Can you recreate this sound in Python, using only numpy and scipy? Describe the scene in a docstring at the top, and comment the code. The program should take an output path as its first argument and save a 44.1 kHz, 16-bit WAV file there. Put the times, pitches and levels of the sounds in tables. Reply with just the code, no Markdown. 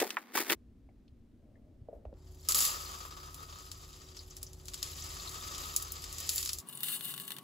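"""Coarse salt slides over a glass jug's lip and streams into a plastic funnel in a steel dishwasher tub.
Its many small impacts are random clicks, each with a short ring, filtered by glass and funnel; large crystals tick.
Before that a plastic bag crinkles in a quick rush, and the full jug is lifted with soft knocks, as filtered bursts.
The last of the salt rattles down at triple speed, with brighter, shorter grains.
Room noise lies under it all; drifting sine tones of a machine join with the pour and are higher at triple speed."""
import sys
import numpy as np
from scipy import signal
from scipy.fft import rfft, irfft, next_fast_len
from scipy.io import wavfile
from scipy.ndimage import uniform_filter1d

SR = 44100
rng = np.random.default_rng(int(sys.argv[2]) if len(sys.argv) > 2 else 0)


def wav_out(sig):
    """Save sig, one row per channel (or a flat mono array), as 16-bit PCM at SR to the path in sys.argv[1]."""
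    wavfile.write(sys.argv[1], SR, np.round(np.clip(np.atleast_2d(sig).T, -1, 1) * 32767).astype(np.int16))


N = 327663
TIME = np.arange(N) / SR
# starts in seconds: lifting the jug, the pour in the tub, the last salt at triple speed
JUG_S, TUB_S, FAST_S = 0.55, 2.145, 6.607


def amp(db):
    """Level law: converts decibels to an amplitude gain."""
    return 10 ** (np.asarray(db) / 20)


def unit(x):
    """Normalisation: scales a stereo sound so that the mean of its channels has rms 1."""
    return x / np.sqrt(np.mean(x.mean(0) ** 2) + 1e-20)


def read(table, hz):
    """Logarithmic pitch scale: interpolates a table's columns over log frequency."""
    table_hz, *columns = np.transpose(table)
    return [np.interp(np.log(hz + 1), np.log(table_hz + 1), c) for c in columns]


def between(start, end, fade=.008):
    """Gating: passes sound between two times, with short ramps."""
    opening = np.clip((TIME - start) / fade + .5, 0, 1)
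    closing = np.clip((end - TIME) / fade + .5, 0, 1)
    return opening * closing


def curve(points):
    """Amplitude envelope: one gain per sample from straight lines in decibels."""
    return amp(np.interp(TIME, *np.transpose(points)))


def swells(rows, rise_db_per_s):
    """Incoherent addition: gestures rise, hold and fade, and overlapping ones add in power."""
    power = np.zeros(N)
    for s, length, db, fade_db_per_s in rows:
        early = np.maximum(s - TIME, 0)
        late = np.maximum(TIME - s - length, 0)
        level_db = db - rise_db_per_s * early - fade_db_per_s * late
        power += amp(np.maximum(level_db, -200)) ** 2
    return np.sqrt(power)


def clumps(spread_db, count):
    """Random modulation: an uneven gain, as crystals and folds give way in small groups."""
    knots = np.linspace(0, TIME[-1], count)
    return amp(spread_db * np.interp(TIME, knots, rng.standard_normal(count)))


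def add(mix, s, sound):
    """Superposition: adds a sound to the mix at time s."""
    part = mix[:, max(round(s * SR), 0):][:, :sound.shape[1]]
    part += sound[:, :part.shape[1]]


def colour(x, spectrum, size=4096):
    """Minimum-phase filtering: a causal response, so the body rings after each click."""
    log_gain = np.log(amp(read(spectrum, abs(np.fft.fftfreq(size, 1 / SR)))[0]))
    response = np.exp(np.conj(signal.hilbert(log_gain)))
    taps = np.fft.ifft(response).real[:size // 2]
    return signal.oaconvolve(x, taps[None], axes=1)[:, :x.shape[1]]


def ports(x, table):
    """Interaural-style coherence: two unrelated versions of a sound become left and right microphone ports."""
    size = next_fast_len(x.shape[1] + 512)
    a, b = rfft(x, size)
    same, lead, left_db = read(table, np.fft.rfftfreq(size, 1 / SR))
    same = np.clip(same, 0, 1)
    right = (same * a + np.sqrt(1 - same ** 2) * b) * np.exp(-1j * lead)
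    return irfft([a * amp(left_db / 2), right * amp(-left_db / 2)], size)[:, :x.shape[1]]


def walls(x, echo_db, count=8):
    """Early reflection: delayed copies from the hard surfaces close by."""
    out = x.copy()
    for delay_s, sign in zip(rng.uniform(.001, .009, count), rng.choice([-1, 1], count)):
        add(out, delay_s, sign * amp(echo_db) * x)
    return out


def burst(crack_s, tail_db, t60, size=6000):
    """Impact and reverberation: a brief noisy crack, then dense reflections that decay by 60 dB in t60."""
    t = np.arange(size) / SR
    return rng.standard_normal((2, size)) * (np.exp(-t / crack_s) + amp(tail_db - 60 * t / t60))


def grains(per_s, spread_db, crack_s, tail_db, t60, ring_db, ring_s, flow=1, top_hz=14000, count=8):
    """Shot noise: random impacts of uneven size, sparser in a thin flow; each family has its own short ring."""
    out, t = np.zeros((2, N)), np.arange(3000) / SR
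    for hz in np.geomspace(3700, top_hz, count):
        size = amp(spread_db * np.minimum(rng.exponential(1, N), 4)) / np.sqrt(flow)
        struck = rng.random(N) < flow * per_s / count / SR
        clicks = struck * size * rng.choice([-1, 1], N)
        phase = hz * rng.uniform(.93, 1.07) * t + rng.random((2, 1))
        ring = np.sin(2 * np.pi * phase) * np.exp(-t / ring_s)
        grain = burst(crack_s, tail_db, t60, size=len(t)) + amp(ring_db) * ring
        out += signal.oaconvolve(clicks[None], grain, axes=1)[:, :N]
    return out


def tinkle(per_s, low_hz, high_hz, spread_db, t60, size=2000):
    """Damped oscillation: small rebounding crystals, each with a short ring at its own pitch."""
    out, t = np.zeros((2, N)), np.arange(size) / SR
    for when, pitch, strength, *phase in rng.random((int(per_s * N / SR), 5)):
        hz = low_hz * (high_hz / low_hz) ** pitch
        decay = amp(spread_db * strength ** 2 - 60 * t / t60)
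        ring = np.sin(2 * np.pi * (hz * t + np.c_[phase])) * decay
        add(out, when * N / SR, ring)
    return out


def strike(sound, strength_db):
    """Short-time power: sets the rms of the loudest two milliseconds to half the given strength."""
    power = uniform_filter1d(sound.mean(0) ** 2, size=88)
    return sound * amp(strength_db) / np.sqrt(power.max()) / 2


def blows(rows, port_table, push_db, crack_s, tail_db, t60, shrink=0):
    """Resonance: a clean push and rough crack ring one broad band; with shrink, higher ones are briefer."""
    out, hz = np.zeros((2, N)), np.geomspace(20, 20000, num=90)
    for s, db, centre_hz, octaves in rows:
        away = np.log2(hz / centre_hz) / octaves
        shape_db = np.maximum(-20 * np.log10(1 + away ** 4), -100)
        stretch = (1000 / centre_hz) ** shrink  # crack_s and t60 hold at 1 kHz
        hit = burst(crack_s * stretch, tail_db, t60 * stretch)
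        hit[:, 0] += amp(push_db) * np.sqrt(stretch)
        thud = colour(hit, np.c_[hz, shape_db]) * np.linspace(1, 0, num=hit.shape[1])
        add(out, s, strike(ports(thud, port_table), db))
    return out


def ticks(rows, spectrum, port_table, crack_s, tail_db, t60):
    """Spectral tilt: single large crystals, each with its own balance of bass and treble."""
    out, (hz, level_db) = np.zeros((2, N)), np.transpose(spectrum)
    for s, db, bright_db in rows:
        tilted = np.c_[hz, level_db + bright_db * np.log2(hz / hz[-1])]
        add(out, s, strike(ports(colour(burst(crack_s, tail_db, t60), tilted), port_table), db))
    return out


# Room at the two ports. Each row: frequency in Hz, likeness from 0 to 1, left lead in radians,
# left minus right in dB.
ROOM_PORTS = [(60, .985, 0, .3), (300, .86, 0, 1), (8000, .5, 0, 1)]


def air(spectrum):
    """Stationary noise: steady filtered room noise with rms 1."""
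    return unit(ports(colour(rng.standard_normal((2, N)), spectrum, size=16384), ROOM_PORTS))


def hum(lines, waver, count=40):
    """Line spectrum: machine tones that drift in phase (waver in radians) and strength."""
    knots, out = np.linspace(0, TIME[-1], count), np.zeros(N)
    for hz, db in lines:
        drift, swell = (np.interp(TIME, knots, v) for v in rng.standard_normal((2, count)))
        tone = np.sin(2 * np.pi * hz * TIME + waver * drift)
        out += np.sqrt(2) * amp(db + 1.8 * swell) * tone
    return out


# Room noise by the bag. Each row: frequency in Hz, relative density in dB per Hz.
BAG_AIR = [(30, -28), (150, -28), (235, 3.5), (335, -12), (700, -15.5), (2000, -25), (8000, -46.5)]
# Room noise by the jug. Each row: frequency in Hz, relative density in dB per Hz.
JUG_AIR = [(25, -10), (55, -2.5), (110, -9), (170, -16.5), (240, -8.5), (450, -26), (930, -41), (3500, -48),
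           (12000, -58)]
# Room noise in the tub. Each row: frequency in Hz, relative density in dB per Hz.
TUB_AIR = [(20, -15.5), (48, 0), (80, 1), (115, -4.5), (150, -11), (200, -19), (290, -10.5), (400, -18),
           (900, -25.5), (2000, -38), (8000, -70)]
# Room noise at triple speed. Each row: frequency in Hz, relative density in dB per Hz.
FAST_AIR = [(30, -39), (90, -13), (140, 4.5), (230, 1.5), (430, -8.5), (520, -15), (1100, -7.5),
            (1500, -17), (8000, -28)]
# Machine tones in the tub. Each row: frequency in Hz, level in dB before gain and swell.
HUM = [(48.4, -55), (80.7, -54.5), (150.7, -64), (371.4, -64.5)]
# Machine tones at triple speed. Each row: frequency in Hz, mean level in dB.
FAST_HUM = [(140.0, -65), (393.0, -69.5), (1120, -67)]
# Swell of noise and hum in the tub. Each row: time in seconds, gain in dB.
DRONE = [(3.8, -6), (5.2, -2.5), (6.6, -5)]


def kitchen():
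    """Background level: room noise, joined by hum in the tub and at triple speed."""
    start = amp(-61) * air(BAG_AIR) * between(-1, JUG_S)
    start += amp(-59) * air(JUG_AIR) * between(JUG_S, TUB_S)
    tub = amp(-52) * air(TUB_AIR) + amp(2.0) * hum(HUM, waver=1.48)
    fast = amp(-57.5) * air(FAST_AIR) + hum(FAST_HUM, waver=2.55)
    return start + tub * curve(DRONE) * between(TUB_S, FAST_S) + fast * between(FAST_S, N)


# Squeezes of the bag, firm or light. Each row: start in seconds, length in seconds,
# level in dB before the layer gains, fade in dB per second.
SQUEEZES = [(0, 0.022, -41, 260.5), (.07, 0.042, -56.5, 147.5), (.354, 0.021, -37.5, 347.5),
            (.405, 0.0055, -40.5, 479.5), (.42, 0.092, -51, 902.5), (.504, 0.028, -35, 1205)]
# Folds snapping, and at the very start a broad click. Each row: start in seconds, strength in dB, centre in Hz,
# width in octaves.
SNAPS = [(0.002, -19, 1450, 3), (0.017, -19.5, 464, 0.78), (0.028, -23, 527, 0.74),
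         (0.1052, -25, 3060, 1.32), (0.169, -19.5, 1210, 0.82), (0.353, -24, 1200, 0.86),
         (0.376, -21, 1070, 0.55), (0.4, -26.5, 1100, 1.5), (0.4992, -16, 1960, 1.04),
         (0.503, -29, 340, 0.65), (0.52, -29.5, 328, 0.68)]
# Body of the rustle. Each row: frequency in Hz, relative density in dB per Hz.
RUSTLE = [(100, -31.5), (230, -5), (400, 1.5), (530, -8), (1000, -2.5), (1700, -8), (3000, -14.5),
          (6000, -22), (15000, -41)]
# Bright crackle. Each row: frequency in Hz, relative density in dB per Hz.
CRACKLE = [(300, -26), (1500, 0), (3500, -2.5), (6500, -3.5), (10000, -5), (15500, -3.5)]
# Bag at the two ports. Each row: frequency in Hz, likeness from 0 to 1, left lead in radians,
# left minus right in dB.
BAG_PORTS = [(300, .95, .2, 2), (2200, .65, .3, 1), (4500, .35, 2.3, 2), (7000, .6, 3.1, 3),
             (11000, .4, .4, 3), (13500, .75, -.3, 3)]


def bag():
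    """Buckling: film crumples in tiny clicks at each squeeze, with a few large snaps."""
    crumple = swells(SQUEEZES, rise_db_per_s=1096)
    # a faint rest level remains between squeezes
    rustle, crackle = crumple + amp(-63.5), crumple + amp(-78)
    buckles = grains(per_s=1700, spread_db=3.8, crack_s=.0004, tail_db=-19, t60=.025,
                     ring_db=-17, ring_s=.0006, count=4)
    buckles = walls(buckles, echo_db=-21.5) * clumps(spread_db=2.0, count=900)
    body = amp(1.0) * rustle * unit(ports(colour(buckles, RUSTLE), BAG_PORTS))
    fizz = amp(4.5) * crackle * unit(ports(colour(buckles, CRACKLE), BAG_PORTS))
    snaps = blows(SNAPS, BAG_PORTS, push_db=16.5, crack_s=0.0016, tail_db=-2.5, t60=0.084, shrink=0.82)
    return (body + fizz + snaps) * between(-1, JUG_S)


# Fingers rubbing on the handle. Each row: start in seconds, length in seconds, level in dB,
# fade in dB per second.
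RUBS = [(1.43, 0.28, -72.5, 50), (1.94, 0.0095, -55.5, 177.5), (2.06, 0.08, -65, 95)]
# Colour of the rubbing. Each row: frequency in Hz, relative density in dB per Hz.
RUB_COLOUR = [(200, -21), (600, 0.5), (760, -13.5), (1000, -25.5), (3000, -47.5)]
# Knocks of the jug, and at 2.14 s a faint click as the scene changes to the tub. Each row: start in seconds,
# strength in dB, centre in Hz, width in octaves.
KNOCKS = [(0.889, -54, 589, 0.4), (0.89, -66, 1995, 0.25), (1.08, -60, 3540, 0.55),
          (1.555, -61, 1935, 0.12), (1.815, -39.5, 75.2, 0.78), (1.886, -33, 520, 0.45),
          (1.9285, -35, 532, 0.4), (1.948, -41.5, 50.4, 0.4), (2.0525, -35, 555, 0.54),
          (2.053, -52.5, 1100, 1.3), (2.058, -34.5, 57.7, 0.52), (2.128, -39.5, 350, 0.88),
          (2.14, -63, 2990, 1)]


def jug():
    """Impact and friction: the full jug knocks dully and rubs in the hand as it is lifted."""
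    rub = swells(RUBS, rise_db_per_s=298) * air(RUB_COLOUR) * between(JUG_S, TUB_S)
    return rub + blows(KNOCKS, ROOM_PORTS, push_db=20, crack_s=0.0027, tail_db=-7, t60=0.12, shrink=.4)


# Modes of the nearly empty funnel, heard at triple speed. Each row: frequency in Hz, relative level in dB.
FUNNEL_MODES = [(1730, -5), (2020, 4), (3000, 3), (3650, 4)]


def funnel(x, t60, size=4000):
    """Modal resonance: the thin plastic cone rings briefly under each crystal."""
    t = np.arange(size) / SR
    modes = sum(amp(db - 60 * t / t60) * np.sin(2 * np.pi * hz * t) for hz, db in FUNNEL_MODES)
    return signal.oaconvolve(x, modes[None] / np.linalg.norm(modes), axes=1)[:, :N]


# Rushes of the last salt. Each row: start in seconds, length in seconds, level in dB before
# the layer gains, fade in dB per second.
RUSHES = [(6.69, 0.22, -49.5, 60), (6.838, .118, -36, 326), (7.03, 0.067, -40, 112),
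          (7.2, 0.0154, -43.5, 222), (7.28, 0.03, -47, 164)]
# Colour of the rattle. Each row: frequency in Hz, relative density in dB per Hz.
RATTLE = [(300, -28), (700, -15), (1750, -3), (2350, -8), (2900, 4.5), (4200, 5.5), (5200, -6.5),
          (5900, -4.5), (6800, -8.5), (8000, -1), (10200, 0.5), (15000, 5.5)]
# Single last crystals. Each row: start in seconds, strength in dB, brightness in dB per octave.
LAST_TICKS = [(6.8059, -24, 3), (6.8327, -18, 1.5), (6.8848, -19, 1), (7.009, -27.5, -1), (7.054, -22, 4),
              (7.0826, -34, -1.5), (7.103, -34, 2), (7.119, -33, 0), (7.1396, -28.5, -3),
              (7.1783, -28, -1.5), (7.1993, -23, 0.5), (7.279, -27.5, 0), (7.3058, -27.5, -2.5),
              (7.319, -25, -1.5), (7.3655, -32, -1.5), (7.385, -30.5, -2.5)]
# Pings as the last salt starts to fall. Each row: start in seconds, strength in dB, centre in Hz,
# width in octaves.
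LAST_PINGS = [(6.6875, -31, 9400, 0.13), (6.751, -33, 10240, 0.049), (6.774, -35, 8100, 0.26)]
# Last salt at the two ports. Each row: frequency in Hz, likeness from 0 to 1, left lead in radians,
# left minus right in dB.
FAST_PORTS = [(200, .97, 0, 1), (1500, .8, .1, 2), (2800, .65, 1.1, 4), (3700, .5, 2.8, 6),
              (5500, .4, .3, 4), (11500, .8, .2, 3), (15000, .3, 0, 5)]


def last_salt():
    """Source and resonator: at triple speed, rushes of short bright grains and single ones ring the funnel."""
    level = np.hypot(swells(RUSHES, rise_db_per_s=653), amp(-79))  # over a faint trickle
    flow = np.clip(level / amp(-42.0), .35, 2)  # a stronger rush holds more crystals
    impacts = grains(per_s=1700, spread_db=4.3, crack_s=0.00012, tail_db=-23.0, t60=0.047,
                     ring_db=-20, ring_s=0.00074, flow=flow, count=3)
    rattle = unit(ports(colour(walls(impacts, echo_db=-6.5), RATTLE), FAST_PORTS))
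    pitched = tinkle(per_s=1200, low_hz=8000, high_hz=15000, spread_db=10, t60=.012)
    rebounds = amp(-11) * unit(ports(pitched, FAST_PORTS))
    large = ticks(LAST_TICKS, RATTLE, FAST_PORTS, crack_s=.0009, tail_db=-8, t60=.05)
    pings = blows(LAST_PINGS, FAST_PORTS, push_db=17, crack_s=0.0023, tail_db=-10, t60=0.037)
    hits = level * (rattle + rebounds) * between(FAST_S, N) + large
    return hits + amp(-14.5) * funnel(hits, t60=0.057) + pings


# Ringing of the glass jug under the sliding salt. Each entry: frequency in Hz.
GLASS_HZ = [2102, 3706, 5500, 6260, 6884, 7423, 10793]


def glass(x, t60, size=8000):
    """Modal damping: the jug's modes die away soon, damped by the salt that it holds."""
    t = np.arange(size) / SR
    modes = sum(np.sin(2 * np.pi * hz * t) for hz in GLASS_HZ) * amp(-60 * t / t60)
    return signal.oaconvolve(x, modes[None], axes=1)[:, :N]


# Stream as the jug is tilted. 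Each row: time in seconds, level in dB before the layer gains.
FLOW = [(2.15, -82.5), (2.45, -60.5), (2.69, -44.5), (3.15, -60), (3.85, -60), (4.1, -62.5), (4.62, -67.5),
        (4.86, -51.5), (5.65, -50.5), (6.08, -55.5), (6.27, -47.5), (6.48, -57), (6.6, -57.5)]
# Funnel's hollow ring relative to the patter. Each row: time in seconds, gain in dB before the layer gain.
HOLLOW = [(2.47, -11), (2.5, 6.5), (2.62, -2), (2.95, 1), (3.4, 4.5), (3.8, -4.5), (4.9, -10), (5.4, -2.5),
          (5.9, -1.5), (6.35, -15.5), (6.55, -9)]
# The heap slumps and a sheet of salt slides over the lip. Each row: start in seconds,
# length in seconds, level in dB before the layer gains, fade in dB per second.
SLUMPS = [(2.488, 0.022, -37, 500), (2.548, 0.025, -34, 189), (2.603, 0.054, -34.5, 205),
          (5.6, 0.042, -53.5, 51), (6.295, 0.11, -43.5, 101)]
# Patter on the funnel. Each row: frequency in Hz, relative density in dB per Hz.
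PATTER = [(200, -15), (450, -10), (900, -14), (1900, -9), (3300, -5), (3850, -3), (4300, -4.5), (4850, 1),
          (5800, -4.5), (7500, 0), (11000, -40)]
# Sliding over the lip. Each row: frequency in Hz, relative density in dB per Hz.
SLIDE = [(500, -60), (2000, -6.5), (3100, -1.5), (5000, 0.5), (6000, 2.5), (7100, 10.5), (8500, 4.5),
         (11000, 8.5), (13000, 7), (15500, 0.5)]
# Air in the funnel. Each row: frequency in Hz, relative density in dB per Hz.
FUNNEL_AIR = [(400, -22), (850, -17.5), (1050, -8), (1270, 2), (1400, -10), (1520, -14), (2200, -25.5)]
# Colour of a tick. Each row: frequency in Hz, relative density in dB per Hz.
TICK = [(250, -29), (700, -32), (1250, -2), (1800, -9), (3000, 1.5), (4900, 11.5), (6000, 9.5),
        (7100, 13.5), (11000, 8.5), (15500, 4.5)]
# Large crystals hitting the funnel. Each row: start in seconds, strength in dB, brightness in dB per octave.
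TICKS = [(2.4872, -15, 1.5), (2.5095, -22, 2), (2.5213, -17, 0), (2.5462, -15.5, -0.5), (2.5552, -18, 5),
         (2.5835, -19, 10), (2.5892, -17, -2), (2.606, -17.5, -1), (2.6228, -22, -4), (2.6518, -20, -1.5),
         (3.344, -35, 2.5), (3.7155, -32.5, -3.5), (4.168, -39, -6), (4.3674, -34, 0.5), (4.4297, -28.5, 2),
         (4.5322, -41, -1), (4.6558, -40, 0), (4.683, -31.5, -5.5), (4.736, -34, -5), (4.7422, -29, -4),
         (4.8286, -19.5, -3.5), (5.581, -30, -2), (5.7629, -15, 3), (5.824, -27.5, 5.5),
         (5.9205, -23.5, 8.5), (6.0409, -30, -4.5), (6.1272, -30, 3), (6.1836, -28, 0), (6.2025, -29, 6),
         (6.2919, -16, 0.5), (6.3592, -20.5, 10), (6.3804, -19.5, -2), (6.428, -26.5, -2.5),
         (6.4514, -27.5, 2), (6.459, -25.5, -3), (6.475, -27, -3), (6.492, -22, -5.5), (6.532, -21.5, 2.5),
         (6.5859, -27.5, 2.5), (6.601, -37.5, 0)]
# Crystals that rebound with a ping. 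Each row: start in seconds, strength in dB, centre in Hz,
# width in octaves.
PINGS = [(2.859, -38, 4600, 0.16), (4.171, -40.5, 5400, 0.26), (4.191, -37.5, 4500, 0.23),
         (4.3066, -44, 6300, 0.26), (4.4657, -42, 5750, 0.25), (5.0225, -36.5, 6200, 0.27),
         (5.197, -40, 4220, 0.26), (5.274, -34, 4080, 0.16), (5.5473, -35, 5330, 1)]
# Tub at the two ports. Each row: frequency in Hz, likeness from 0 to 1, left lead in radians,
# left minus right in dB.
TUB_PORTS = [(200, .97, 0, 1), (750, .75, .1, 3), (1250, .65, 2.7, 4), (1900, .4, 1, 5), (2800, .65, .2, 3),
             (4200, .8, .1, 3), (5400, .45, -.5, 3), (7200, .97, 0, 0), (8700, .998, -2.85, 0),
             (9500, .998, -3.4, 0), (10400, .9, -6, 0), (11900, .95, -6.6, 0), (12700, .998, -9.1, 0),
             (13700, .998, -9.7, 0), (14500, .8, -12.3, 0)]


def pour():
    """Granular flow: crystals scrape glass, patter on the funnel and excite its air; slumps mostly scrape."""
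    stream, slump = curve(FLOW), swells(SLUMPS, rise_db_per_s=8000)
    patter_gain = np.hypot(stream, amp(-11) * slump)
    slide_gain = np.hypot(amp(-6.0) * stream, slump)
    hollow_gain = patter_gain * curve(HOLLOW)
    flow = np.clip(patter_gain / amp(-53.0), .25, 3)  # a louder stream holds more crystals
    spurts = clumps(spread_db=0.5, count=400)  # the salt leaves the lip unevenly

    impacts = grains(per_s=1900, spread_db=6.0, crack_s=0.00046, tail_db=-9.0, t60=0.19,
                     ring_db=-20.0, ring_s=0.0088, flow=flow, count=4)
    scrapes = grains(per_s=2600, spread_db=4.2, crack_s=.0002, tail_db=-17, t60=.07,
                     ring_db=-14, ring_s=.0008, flow=flow, count=4)
    # smaller strays fall at random
    strays = grains(per_s=36, spread_db=2, crack_s=.0007, tail_db=-3, t60=.06,
                    ring_db=-14, ring_s=.002, count=2)
    pitched = tinkle(per_s=150, low_hz=3500, high_hz=7500, spread_db=17, t60=.028)
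    wall = walls(impacts, echo_db=-15)
    lip = walls(unit(scrapes) + amp(-18) * unit(glass(scrapes, t60=.15)), echo_db=-13.5)

    patter = amp(1.07) * patter_gain * unit(ports(colour(wall, PATTER), TUB_PORTS))
    slide = amp(4.0) * slide_gain * unit(ports(colour(lip, SLIDE), TUB_PORTS))
    hollow = amp(-1.5) * hollow_gain * unit(ports(colour(impacts, FUNNEL_AIR), TUB_PORTS))
    small = amp(-6) * patter_gain * unit(ports(colour(strays, TICK), TUB_PORTS))
    rebounds = amp(-7) * patter_gain * unit(ports(pitched, TUB_PORTS))
    large = ticks(TICKS, TICK, TUB_PORTS, crack_s=0.0014, tail_db=-5.5, t60=0.088)
    pings = blows(PINGS, TUB_PORTS, push_db=24.5, crack_s=0.0026, tail_db=20, t60=0.074)
    shower = (patter + slide + hollow + small + rebounds) * spurts
    return shower * between(TUB_S, FAST_S) + large + pings


def scene():
    """Superposition: the sum of all sources."""
    return kitchen() + bag() + jug() + last_salt() + pour()


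def record(dry):
    """Band limiting: a linear-phase low-pass at 15.7 kHz."""
    taps = signal.firwin(301, 15700, window=("kaiser", 8), fs=SR)
    return signal.oaconvolve(dry, taps[None], "same")


dry = scene()
out = record(dry)
wav_out(out)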